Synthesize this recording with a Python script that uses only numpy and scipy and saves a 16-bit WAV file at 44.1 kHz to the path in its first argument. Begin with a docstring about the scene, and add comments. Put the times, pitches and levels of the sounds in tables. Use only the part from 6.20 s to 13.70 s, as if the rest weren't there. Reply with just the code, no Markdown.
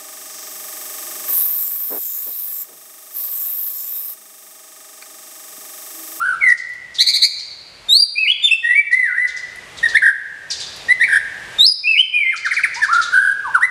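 """Caged songbird in an echoing room

A white-rumped shama whistles loud phrases close to the microphone in a hard-walled room. Its notes are
almost pure tones (trills, a rattle, slurs, glides) that grow louder as more breath pushes them higher.
Harsh chips, probably from another bird, and faint ticks sound further off. An automatic gain control
turns everything down under the song and lets the room noise swell back in the pauses."""
import sys
import numpy as np
from scipy import signal
from scipy.fft import rfft, irfft
from scipy.io import wavfile
from scipy.ndimage import uniform_filter1d, minimum_filter1d

SR = 44100
rng = np.random.default_rng(int(sys.argv[2]) if len(sys.argv) > 2 else 0)


def persist_wave(psi):
    """Save psi, clipped to +-1, as 16-bit WAV."""
    counts = np.round(np.clip(psi, -1, 1) * 32767).astype(np.int16)
    wavfile.write(sys.argv[1], SR, np.atleast_2d(counts).T)


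N = 330750
TIME = np.arange(N) / SR
CUTOFF_HZ = 15700


def from_db(db):
    """Turn decibels into a multiplier."""
    return 10 ** (np.asarray(db) / 20)


def unit_level(x):
    """Scale a sound to an average power of 1."""
    return x / np.sqrt(np.mean(x ** 2) + 1e-20)


def at_hz(points, hz):
    """Read between a table's rows, with octaves evenly spaced."""
    table = np.array(points)
    return np.interp(np.log(np.maximum(hz, 1)), np.log(table[:, 0]), table[:, 1])


def smooth(x, seconds):
    """Average each sample with its neighbours."""
    return uniform_filter1d(x, max(1, int(seconds * SR)), mode="nearest")


def wander(rate_hz, count):
    """Random drift, roughly 1 either way."""
    knots = rng.standard_normal(4096)
    return np.interp(TIME[:count] * rate_hz, np.arange(len(knots)), knots)


# the tone of the room noise: frequency_hz, level_db
NOISE_COLOUR = [(25, -29.5), (45, 0), (90, -2), (150, -0.5), (230, -7.5), (560, -2), (1000, -5),
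                (2500, -3.5), (4500, -11), (8000, -16), (11000, -22.5), (15000, -36.5)]
# its slow rise and fall: time_s, level_db
NOISE_LEVEL = [(0, -32.5), (1.6, -39), (2.6, -35.5), (3.6, -35), (4.4, -33), (5.4, -34.5), (6, -34.5),
               (7.5, -38.5)]

def room_noise():
    """Dull background noise that slowly fades and swells."""
    colour = from_db(at_hz(NOISE_COLOUR, np.fft.rfftfreq(N, 1 / SR)))
    level = from_db(np.interp(TIME, *np.transpose(NOISE_LEVEL)))
    return level * unit_level(irfft(rfft(rng.standard_normal(N)) * colour, N))


# how well the bird's throat passes overtones: frequency_hz, gain_db
THROAT = [(2500, -7), (3700, -4), (4600, -12), (5500, -7.5), (6400, -21), (7600, -14.5), (9700, -1),
          (11200, -15.5), (12500, -22.5), (14500, -20.5)]

def overtone_db(k, pitch):
    """Level at k times the pitch: the throat shapes low notes; high ones keep mostly k = 2 and 3."""
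    beak_open = np.interp(pitch, [2600, 3700], [0, 1])
    shut_db = -28.5 + at_hz(THROAT, k * pitch)
    open_db = -20.5 - 4.5 * (k - 2) ** 2
    return (1 - beak_open) * shut_db + beak_open * open_db


def envelope(t, attack_s=0.021, release_s=0.0075):
    """A note swells in, holds and stops quickly; short notes fade faster."""
    rise = np.minimum(t / min(attack_s, 0.3 * t[-1]), 1)
    fall = np.minimum((t[-1] - t) / min(release_s, 0.25 * t[-1]), 1)
    return rise * np.sin(fall * np.pi / 2) ** 2


JITTER, BUZZ_JITTER, SHIMMER_DB = 0.0061, 0.09, 3   # unsteady pitch (as shares of it) and level
BREATH_DB_PER_OCTAVE = 21.5   # more breath makes a note both higher and louder

def whistle(path, level_db, crescendo_db, bright_db, rate_hz=0, swing_hz=0, buzz=0, bite=0):
    """One note: the bird's voice box follows a pitch path and adds weak overtones."""
    t = TIME[:len(path)]
    rasp = buzz * t / t[-1]
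    pitch = smooth(path, 0.0017) + swing_hz * np.sin(2 * np.pi * rate_hz * t)
    pitch *= 1 + JITTER * wander(500, len(t)) + BUZZ_JITTER * rasp * wander(3000, len(t))
    phase = 2 * np.pi * np.cumsum(pitch) / SR
    breath_db = BREATH_DB_PER_OCTAVE * np.log2(path / path.mean())
    note_db = level_db + breath_db + crescendo_db * (t / t[-1] - 0.5)
    # bright_db lifts the overtones; they sink in the soft parts of a note
    bright_db = bright_db + 0.033 * (note_db - note_db.max())
    # bite adds a hard edge one octave up
    tone = np.sin(phase) + bite * from_db(at_hz(THROAT, 2 * pitch)) * np.sin(2 * phase)
    for k in range(2, 10):
        gain = from_db(overtone_db(k, pitch) + bright_db)
        tone += gain * (k * pitch < CUTOFF_HZ) * np.sin(k * phase)
    # a buzz repeats only every second vibration, which adds in-between tones
    tone += rasp * (np.sin(0.5 * phase) + 0.85 * np.sin(1.5 * phase) + 0.38 * np.sin(2.5 * phase))
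    loudness = from_db(note_db + SHIMMER_DB * wander(200, len(t)))
    return np.sqrt(2) * tone * loudness * envelope(t)


def progress(length_s):
    """Run from 0 to 1 through a note."""
    return np.linspace(0, 1, int(length_s * SR))


def bowed(length_s, from_hz, to_hz, bow_hz):
    """A straight pitch path with its middle lifted by bow_hz."""
    share = progress(length_s)
    return from_hz + (to_hz - from_hz) * share + bow_hz * (1 - (2 * share - 1) ** 2)


# warbling notes:
# start_s, length_s, from_hz, to_hz, bow_hz, rate_hz, swing_hz, level_db, crescendo_db, bright_db
TRILLS = [ (-.014, 0.17, 1137, 1240, 348.5, 44.86, 64, -8, -2, 2),
          (0.205, 0.13, 2319, 1945, -130, 54.1, 58.2, 0.5, 15.5, -0.5),
          (3.812, 0.099, 1656, 1631, 117, 48.4, 161, 2.5, 6, 1.5),
          (4.869, 0.113, 1711, 1694, 13.5, 42.7, 144.5, -7.5, 8, 9),
          (6.711, 0.1056, 1374, 1367, 14.5, 27.8, 60.2, -3.5, -1.5, -6),
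          (6.918, .21, 1495, 1558, 59.5, 42.15, 79, -6.5, 1, 3)]

def trills():
    """The pitch swings quickly up and down as it slides."""
    for start_s, length_s, from_hz, to_hz, bow_hz, rate_hz, swing_hz, *voice in TRILLS:
        yield start_s, whistle(bowed(length_s, from_hz, to_hz, bow_hz), *voice, rate_hz, swing_hz)


# harsh calls further off: start_s, level_db, centre_hz
CHIPS = [(0.283, -29.5, 5440), (0.368, -26, 5140), (.74, -28, 4700), (1.184, -28.5, 4786),
         (2.713, -28, 4200), (3.07, -28, 4300), (3.159, -30.5, 5062), (3.566, -36, 3800),
         (3.679, -33, 4200), (4.3, -17.5, 4850), (4.394, -23, 4240), (6.156, -22, 5090), (6.246, -23, 4520),
         (6.328, -23.5, 4620), (6.538, -27, 5350), (6.624, -28, 4770), (6.723, -25, 4455),
         (6.812, -24, 4160)]

def chips(rise_s=0.011, fade_s=0.017, glide_s=0.022, fall_octaves=0.7, roughness=0.12, hiss_db=-2):
    """Short rasps: a very rough tone slides down inside a band of hiss."""
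    out, t = np.zeros(N), TIME[:SR // 8]
    swell = np.minimum(t / rise_s, 1) * np.exp(-np.maximum(t - 2 * rise_s, 0) / fade_s)
    slide = fall_octaves * (np.exp(-t / glide_s) - 0.5)
    throat = signal.butter(2, [3300, 7200], "band", fs=SR, output="sos")
    for start_s, level_db, centre_hz in CHIPS:
        pitch = centre_hz * 2 ** (slide + roughness * wander(1526, len(t)))
        tone = unit_level(wander(550, len(t)) * np.sin(2 * np.pi * np.cumsum(pitch) / SR))
        hiss = unit_level(signal.sosfilt(throat, rng.standard_normal(len(t))))
        at = int(start_s * SR)
        out[at:at + len(t)] += from_db(level_db) * swell * (tone + from_db(hiss_db) * hiss)
    # the chips carry little treble above about 9.5 kHz
    return signal.sosfilt(signal.butter(4, 9500, fs=SR, output="sos"), out)


# faint ticks: start_s, level_db
TICKS = [(0.492, -34.5), (0.536, -35.5), (3.359, -36), (4.562, -34)]

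def ticks(fade_s=0.004):
    """Tiny bursts of noise, like claws or seed husks on a cage."""
    bursts = sum(from_db(db) * (TIME > s) * np.exp(-np.abs(TIME - s) / fade_s) for s, db in TICKS)
    band = signal.butter(2, [4000, 11000], "band", fs=SR, output="sos")
    return bursts * unit_level(signal.sosfilt(band, rng.standard_normal(N)))


# the rattle's buzzes: start_s, length_s, from_hz, rate_hz, level_db, bright_db
RATTLE = [(.783, 0.049, 3390, 96, 2, -1), (0.857, 0.055, 3995, 131.4, 2, 0.5),
          (0.933, 0.045, 3864, 140.4, 0, 3.5), (1.015, .045, 3933, 136.2, 3.5, 0.5)]

def rattle():
    """A run of rising notes that warble fast enough to buzz."""
    for start_s, length_s, from_hz, rate_hz, level_db, bright_db in RATTLE:
        path = bowed(length_s, from_hz, to_hz=4500, bow_hz=122.3)
        yield start_s, whistle(path, level_db, crescendo_db=-5.5, bright_db=bright_db,
                               rate_hz=rate_hz, swing_hz=320, buzz=0.26)


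# five pitch paths: time_s, pitch_hz
UPSWEEP = [(1.684, 3700), (1.694, 3590), (1.722, 3806), (1.778, 4560), (1.808, 4803), (1.848, 4634)]
DOWNSWEEP = [(2.222, 3630), (2.266, 3520), (2.276, 3315), (2.296, 2240), (2.302, 2160)]
SWING = [(2.709, 1862), (2.763, 2073), (2.813, 2029), (2.855, 1897), (2.897, 1477), (2.937, 1447),
         (2.985, 1910), (3.027, 2027), (3.072, 1943)]
OVERSHOOT = [(5.382, 3720), (5.397, 3615), (5.442, 4024), (5.462, 4520), (5.47, 5324), (5.48, 5030),
             (5.498, 4930), (5.53, 4860)]
SAG = [(5.92, 2370), (5.958, 2469), (6.008, 2350), (6.054, 2079), (6.118, 2117)]
# how each is sung: path, level_db, crescendo_db, bright_db
SLURS = [(UPSWEEP, 1, 1.6, 2.7), (DOWNSWEEP, -2, -1.4, 3.5), (SWING, -2, -12, -2), (OVERSHOOT, 3.8, 3, -2),
         (SAG, 2.4, 6.7, -4)]

def slurs():
    """One unbroken whistle bends through several pitches."""
    for points, *voice in SLURS:
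        time_s, pitch_hz = np.transpose(points)
        path = np.interp(np.arange(time_s[0], time_s[-1], 1 / SR), time_s, pitch_hz)
        yield time_s[0], whistle(path, *voice)


# a scoop's outline: share_of_length, share_of_top_pitch
SCOOP_SHAPE = [(0, .77), (.16, .775), (.25, .85), (.56, .82), (.71, .675), (.8, .92), (.89, 0.96), (1, 1)]
# scooped notes: start_s, length_s, top_hz, level_db, crescendo_db, bright_db
SCOOPS = [(1.952, .162, 3096, -0.5, -3, -4), (5.633, .186, 3150, 5, -0.5, -3.5)]

def scoops():
    """The whistle steps up, sags into a dip and leaps to its top."""
    for start_s, length_s, top_hz, *voice in SCOOPS:
        path = top_hz * np.interp(progress(length_s), *np.transpose(SCOOP_SHAPE))
        yield start_s, whistle(path, *voice)


# sliding notes: start_s, length_s, from_hz, to_hz, bow_hz, level_db, crescendo_db, bright_db
GLIDES = [ (2.113, 0.013, 3320, 3240, 40, 0.5, -6, -8.5), (2.306, .035, 2395, 2540, 219.5, 7.5, 0, 9),
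          (2.426, 0.12, 1882, 2012, -39, 0.5, 6, -3), (2.544, 0.061, 2083, 2294, 96, 5.5, 3.5, 0),
          (6.11, 0.044, 2133, 1167, -2, -9, 13.5, 7.5), (6.245, 0.036, 1972, 1146, 84.5, -1.5, 9.5, -2),
          (6.308, .037, 2443, 1170, -46, -3.5, 2.5, 7), (6.365, 0.043, 2490, 1178, -2, -1.5, -8, 6.5),
          (6.434, .029, 2643, 1200, -110, -2.5, -5.5, 10), (6.557, 0.0453, 864, 1016, 8, -23.5, 3, 14),
          (6.617, .046, 1780, 1194, 181.5, -2.5, -15, 3.5), (6.677, 0.044, 962, 1470, 1, -11.5, 6, -5),
          (7.238, 0.061, 1294, 805, 13.5, -19.5, 5, -1), (7.341, .052, 1632, 853, 20, -9, -7, 0.5),
          (7.394, 0.069, 907, 2013, 368, -7.5, -3, 4.5)]

def glides():
    """The whistle slides along one smooth curve."""
    for start_s, length_s, from_hz, to_hz, bow_hz, *voice in GLIDES:
        yield start_s, whistle(bowed(length_s, from_hz, to_hz, bow_hz), *voice)


# notes before the flicks: start_s, length_s, from_hz, to_hz, bow_hz, level_db, crescendo_db, bright_db
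PIPS = [(3.627, 0.047, 1762, 1630, 200, -7.5, 0.5, 2.5), (4.682, 0.0494, 1827, 2038, 31, -5, 5, 1.4)]

def pips():
    """Short, pressed glides with a hard edge."""
    for start_s, length_s, from_hz, to_hz, bow_hz, *voice in PIPS:
        yield start_s, whistle(bowed(length_s, from_hz, to_hz, bow_hz), *voice, bite=from_db(-19))


# a flick's outline: share_of_length, share_of_top_pitch
FLICK_SHAPE = [(0, .69), (.33, .78), (.54, .85), (.68, .75), (.82, 1), (1, .78)]
# flicked notes: start_s, length_s, top_hz, level_db, crescendo_db, bright_db
FLICKS = [(3.735, 0.046, 2169, -7, 13.5, 6), (4.794, .057, 2377, -5.5, 3, 6)]

def flicks():
    """A hard-edged whistle climbs, catches, snaps upward and drops."""
    for start_s, length_s, top_hz, *voice in FLICKS:
        path = top_hz * np.interp(progress(length_s), *np.transpose(FLICK_SHAPE))
        yield start_s, whistle(path, *voice, bite=from_db(-16.5))


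def shama(beak_cut_hz=11800):
    """The whole song; its highest treble is beamed past the microphone."""
    out = np.zeros(N + 2 * SR)   # a spare second at each end
    for notes in trills(), rattle(), slurs(), scoops(), glides(), pips(), flicks():
        for start_s, sound in notes:
            at = SR + int(start_s * SR)
            out[at:at + len(sound)] += sound
    return signal.sosfilt(signal.butter(4, beak_cut_hz, fs=SR, output="sos"), out[SR:SR + N])


# bounces off the cage floor and near walls: delay_s, level_db
ECHOES = [(.0043, -30), (.0087, -14), (0.0135, -16.5), (0.0225, -16)]

def near_echoes(x):
    """Delayed copies clash with a sliding note and make it flutter."""
    return sum(from_db(db) * np.pad(x, (int(delay_s * SR), 0))[:N] for delay_s, db in ECHOES)


# how long the room takes to fade by 60 dB: frequency_hz, ring_s
ROOM_RING = [(1000, 0.87), (2000, 1), (4500, 0.89), (8000, 0.64), (14000, 0.29)]

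def room(x, build_s=0.012, early_db=14, early_s=0.011):
    """Many echoes blur into a tail that starts strong and dies fastest in the treble."""
    t = TIME[:int(1.3 * SR)]
    noise, hz = rfft(rng.standard_normal(len(t))), np.fft.rfftfreq(len(t), 1 / SR)
    tail = np.zeros(len(t))
    for band_hz, ring_s in ROOM_RING:
        band = at_hz([(f, float(f == band_hz)) for f, _ in ROOM_RING], hz)
        tail += irfft(noise * band, len(t)) * from_db(-60 * t / ring_s)
    tail *= np.minimum(t / build_s, 1) * from_db(early_db * np.exp(-t / early_s))
    return signal.fftconvolve(x, tail)[:N] / np.sqrt(np.sum(tail ** 2))


def scene():
    """The near singer is heard mostly directly; the far sounds carry more of the room."""
    song, far = shama(), chips() + ticks()
    ring = room(from_db(-8.5) * song + from_db(1) * far)
    return (song + near_echoes(song) + from_db(5) * far + ring + room_noise())[None]


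def gain_control(x, threshold_db=-8.5, release_db_per_s=19, attack_s=0.017, start_cut_db=14):
    """The volume starts turned down, drops on loud sounds and climbs back steadily."""
    level_db = 10 * np.log10(np.maximum(smooth(x ** 2, 0.0033), 1e-12))
    over_db = np.maximum(level_db - threshold_db, 0)
    climb_db = release_db_per_s * TIME
    held_db = np.maximum.accumulate(np.maximum(over_db + climb_db, start_cut_db)) - climb_db
    lag = np.exp(-1 / (attack_s * SR))
    cut_db, _ = signal.lfilter([1 - lag], [1, -lag], held_db, zi=[lag * start_cut_db])
    return x * from_db(-cut_db)


def limiter(x, ceiling=0.88, look_s=0.0063):
    """Look ahead and dip the volume around each peak."""
    allowed = np.minimum(1, ceiling / np.maximum(np.abs(x), 1e-9))
    return x * smooth(minimum_filter1d(allowed, int(2 * look_s * SR) + 1), look_s)


def record(dry):
    """Even out the volume, catch the peaks and cut the highest treble."""
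    limited = limiter(gain_control(dry[0]))
    treble_cut = signal.cheby2(14, 70, CUTOFF_HZ + 500, fs=SR, output="sos")
    return signal.sosfilt(treble_cut, limited)[None]


dry = scene()
out = record(dry)
persist_wave(out)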